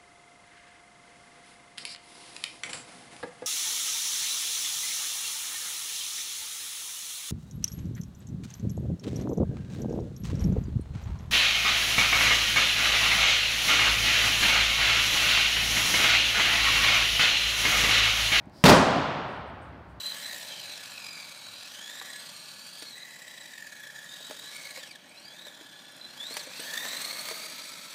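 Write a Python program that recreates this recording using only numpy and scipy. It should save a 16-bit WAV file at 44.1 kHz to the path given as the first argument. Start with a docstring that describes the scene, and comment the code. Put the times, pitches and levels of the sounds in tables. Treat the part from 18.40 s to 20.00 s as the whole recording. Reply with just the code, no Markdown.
"""Rifle volley in a cemetery

An honour guard beside a stone wall fires one ragged volley: eight reports within 60 ms that overlap
in a hollow ring and overload the microphone. The near walls clatter; far buildings and trees roll the
sound back. Low outdoor air lies underneath. Close by, two ticks, a soft bump and a hiss come before
the shots; faint rustles and two high chirps sound through the dying roll."""
import sys
import numpy as np
from scipy import signal
from scipy.fft import rfft, irfft
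from scipy.io import wavfile
from scipy.ndimage import uniform_filter1d

SR = 44100
rng = np.random.default_rng(int(sys.argv[2]) if len(sys.argv) > 2 else 0)


def transcribe(u):
    """Save the signal u as a 16-bit wav file named by the first command-line argument.

    u: samples, shape (n,) or (channels, n), limited to [-1, 1]; the rate is SR.
    q: integer samples, one column per channel.
    """
    v = np.clip(np.atleast_2d(u).T, -1, 1)
    q = np.round(v * 32767).astype(np.int16)
    wavfile.write(sys.argv[1], SR, q)


N = 70560  # 1.6 s

# rifle reports of the volley: t/s, level/dB, blast length/s, crack/dB, thump/dB
REPORTS = [(0.2396, 1, 0.00053, -1, 7.5), (0.2538, -1, 0.00075, -1.5, -1.5), (.2590, 1, 0.00043, -0.5, -6),
           (.2650, -1, 0.0011, -3, -3), (0.2811, -4.5, 0.00035, -3, -9.5), (0.2886, -4, 0.00074, 0.5, -8.5),
           (0.2942, 1, 0.00047, -1.5, -8.5), (0.2994, 1, 0.00055, -2.5, -1.5)]
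# dry, bright spectrum of the ticks and rustles near the microphone: f/Hz, level/dB
DRY_SPECTRUM = [(500, -20), (3000, 1), (6000, -4), (9000, 2), (12000, -17), (16000, -13)]


def amp(db):
    """Decibels to gain."""
    return 10 ** (np.asarray(db) / 20)


def unit_rms(x):
    """Scales to rms 1."""
    return x / np.sqrt(np.mean(x ** 2) + 1e-20)


def curve_at(points, hz):
    """Interpolates a table on a log-frequency axis."""
    f, value = np.transpose(points)
    return np.interp(np.log(hz + 1), np.log(f + 1), value)


def add(mix, start, sound):
    """Mixes a sound in at a start time in seconds."""
    part = mix[max(round(start * SR), 0):][:len(sound)]
    part += sound[:len(part)]


def noise(spectrum):
    """Noise of rms 1, shaped by a spectrum of relative levels."""
    gain = amp(curve_at(spectrum, np.fft.rfftfreq(N, 1 / SR)))
    return unit_rms(irfft(rfft(rng.standard_normal(N)) * gain, N))


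def burst(rise_s, decay_s):
    """Envelope with a quick rise and an exponential fall."""
    t = np.arange(N) / SR
    return (1 - np.exp(-t / rise_s)) * np.exp(-t / decay_s)


def outdoor_air():
    """The steady, low background of the open grounds."""
    # outdoor background: f/Hz, level/dB
    air_spectrum = [(20, -26), (40, -14), (65, -1), (120, 0), (250, -4), (350, -5), (480, -13), (650, -6),
                    (1200, -15), (2100, -21), (3000, -30), (4500, -32), (6500, -43), (16000, -52)]
    return amp(-52) * noise(air_spectrum)


def ticks():
    """Two tiny dry ticks near the microphone, in the hush before the volley."""
    # ticks: t/s, level/dB
    tick_events = [(.0575, -63), (.0975, -60)]
    fall = np.exp(-np.arange(N) / SR / 0.0013)
    out = np.zeros(N)
    for start, db in tick_events:
        add(out, start, amp(db) * noise(DRY_SPECTRUM) * fall)
    return out


def bump(peak_s=0.0738, width_s=0.0026, hz=215):
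    """One soft, low knock: about a cycle of a tone under a bell-shaped envelope."""
    t = np.arange(N) / SR - peak_s
    return amp(-35) * np.sin(2 * np.pi * hz * t) * np.exp(-(t / width_s) ** 2)


def hiss(start_s=0.11, length_s=0.22):
    """A thin hiss swells just before the volley."""
    # hiss, strongest near 5 kHz: f/Hz, level/dB
    hiss_spectrum = [(1000, -32), (3000, -15), (4300, -7), (4900, -1.5), (5400, -5), (6100, -16.5),
                     (9000, -18), (16000, -27)]
    t, out = np.arange(0, length_s, 1 / SR), np.zeros(N)
    swell = np.sin(np.pi * t / length_s)
    add(out, start_s, amp(-58) * noise(hiss_spectrum)[:len(t)] * swell)
    return out


def reflections(spectrum, t60, rise_s):
    """A dense, slightly uneven train of reflections; each band dies at its own speed."""
    t = np.arange(N) / SR
    scatter_db = 0.5 * np.interp(t / 0.008, np.arange(N), rng.standard_normal(N))  # new value every 8 ms
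    hz, age, bands = signal.stft(unit_rms(noise(spectrum) * amp(scatter_db)), SR, nperseg=512)
    decay = np.exp(-np.log(1000) * age / curve_at(t60, hz)[:, None])
    tail = signal.istft(bands * decay, SR, nperseg=512)[1][:N]
    return tail * (1 - np.exp(-t / rise_s))


def rifles(crack_decay_s=0.0073, thump_hz=177):
    """Each report: a pressure jump with its suction, a crack, a thump, then the walls and long roll."""
    # crack of a rifle: f/Hz, level/dB
    crack_spectrum = [(100, -11.5), (600, 8), (1500, -3), (4500, -2.5), (7000, -13), (10000, -17),
                      (16000, -24.5)]
    # clatter between the near walls: f/Hz, level/dB
    wall_spectrum = [(25, -32), (50, -20), (80, 2.5), (170, -0.5), (270, 1), (420, -4.5), (630, -2),
                     (1200, -5), (2100, -13.5), (4500, -18), (7000, -25), (11000, -33.5), (16000, -33.5)]
    # decay of the clatter: f/Hz, t60/s
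    wall_t60 = [(60, 0.25), (250, 0.61), (1000, 0.53), (4000, 0.43), (9000, .42), (16000, 0.11)]
    # roll from across the grounds: f/Hz, level/dB
    roll_spectrum = [(30, -33), (70, -11), (160, -1), (270, -7.5), (420, -5), (680, 2), (1200, -4),
                     (2100, -12.5), (3000, -12.5), (5000, -17.5), (8000, -25.5), (11000, -33.5),
                     (16000, -38)]
    # decay of the roll: f/Hz, t60/s
    roll_t60 = [(60, 2.14), (200, 2.01), (700, 1.74), (1500, 2.114), (3000, 1.64), (5000, 1.18),
                (8000, 0.81), (14000, 0.48)]
    t, out = np.arange(N) / SR, np.zeros(N)
    for start, db, blast_s, crack_db, thump_db in REPORTS:
        blast = amp(-6) * (1 - t / blast_s) * np.exp(-t / blast_s)
        crack = amp(crack_db - 9) * noise(crack_spectrum) * np.exp(-t / crack_decay_s)
        thump = amp(thump_db - 8.5) * np.sin(2 * np.pi * thump_hz * t) * burst(0.0026, 0.01)
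        clatter = amp(-13.5) * reflections(wall_spectrum, wall_t60, rise_s=0.012)
        roll = amp(-24.5) * reflections(roll_spectrum, roll_t60, rise_s=0.11)
        add(out, start, amp(db) * (blast + crack + thump + clatter + roll))
    return out


def volley_ring():
    """The overlapping reports give the volley a brief, hollow ring."""
    # tones of the ring: f/Hz, level/dB relative to the report, t60/s
    ring_tones = [(76.5, -27.5, 0.28), (166.7, -26.5, 0.7), (266.6, -18, 0.37), (371, -23.5, 0.32),
                  (600.3, -19.5, .25), (648, -24, .4), (935, -28, .3)]
    t, out = np.arange(N) / SR, np.zeros(N)
    for start, db, *_ in REPORTS:
        for hz, tone_db, t60 in ring_tones:
            tone = np.sin(2 * np.pi * (hz * t + rng.random()))
            envelope = burst(rise_s=0.013, decay_s=t60 / np.log(1000))
            add(out, start, amp(db + tone_db) * tone * envelope)
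    return out


def rumble(rise_s=0.44):
    """The deepest part of the volley builds from the first report and lingers in the distance."""
    # distant rumble: f/Hz, level/dB
    rumble_spectrum = [(20, -25), (45, -16), (65, 2.5), (115, -3.5), (170, -10), (400, -31.5), (2000, -68)]
    swell = 1 - np.exp(-np.arange(N) / SR / rise_s)
    out = np.zeros(N)
    add(out, REPORTS[0][0], amp(-50.5) * noise(rumble_spectrum) * swell)
    return out


def building_echoes():
    """Far buildings return the volley as dull, smeared slaps."""
    # arrivals at the microphone: t/s, level/dB, decay/s
    arrivals = [(.312, -6, .018), (.403, -21, 0.018), (.468, -20, 0.012), (.501, -27, 0.01),
                (.548, -22.5, 0.052), (.682, -31, 0.039), (.784, -29.5, 0.012), (1.10, -45, 0.045),
                (1.321, -43, 0.045)]
    # dull colour of each slap: f/Hz, level/dB
    slap_spectrum = [(40, -32.5), (130, -7.5), (260, 7), (420, -7), (680, 1), (1200, -16.5), (2200, -19),
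                     (4500, -31.5), (10000, -65.5)]
    out = np.zeros(N)
    for start, db, decay_s in arrivals:
        add(out, start, amp(db) * noise(slap_spectrum) * burst(0.17 * decay_s, decay_s))
    return out


def rustles():
    """Soft, dry swishes close to the microphone, perhaps of cloth."""
    # swishes: t/s, length/s, level/dB
    swishes = [(.87, 0.18, -72.5), (1.21, .12, -75), (1.483, .07, -76)]
    out = np.zeros(N)
    for start, length, db in swishes:
        t = np.arange(0, length, 1 / SR)
        envelope = np.sin(np.pi * np.sqrt(t / length))  # peaks a quarter of the way in
        add(out, start, amp(db) * noise(DRY_SPECTRUM)[:len(t)] * envelope)
    return out


def chirps(centre_hz=8560, waver_hz=121):
    """Two thin, wavering high chirps, perhaps a small bird."""
    # chirps: t/s, length/s, level/dB
    calls = [(1.065, .06, -76), (1.216, 0.041, -68.5)]
    out = np.zeros(N)
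    for start, length, db in calls:
        t = np.arange(0, length, 1 / SR)
        waver = unit_rms(uniform_filter1d(rng.standard_normal(N), size=60))[:len(t)]
        phase = 2 * np.pi * np.cumsum(centre_hz + waver_hz * waver) / SR
        envelope = np.sin(np.pi * np.sqrt(t / length))
        add(out, start, amp(db) * envelope * np.sin(phase))
    return out


def scene():
    """The volley, its echoes and the small sounds around it, as they reach one microphone."""
    volley = rifles() + volley_ring() + building_echoes() + rumble()
    return (volley + bump() + ticks() + chirps() + rustles() + hiss() + outdoor_air())[None]


def record(dry):
    """The microphone overloads softly, flattening the volley; the treble ends at 15.9 kHz."""
    ceiling = amp(-3)
    clipped = ceiling * np.tanh(dry / ceiling)
    lowpass = signal.firwin(511, 15900, window=("kaiser", 9), fs=SR)
    return signal.oaconvolve(clipped, lowpass[None], "same")


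dry = scene()
out = record(dry)
transcribe(out)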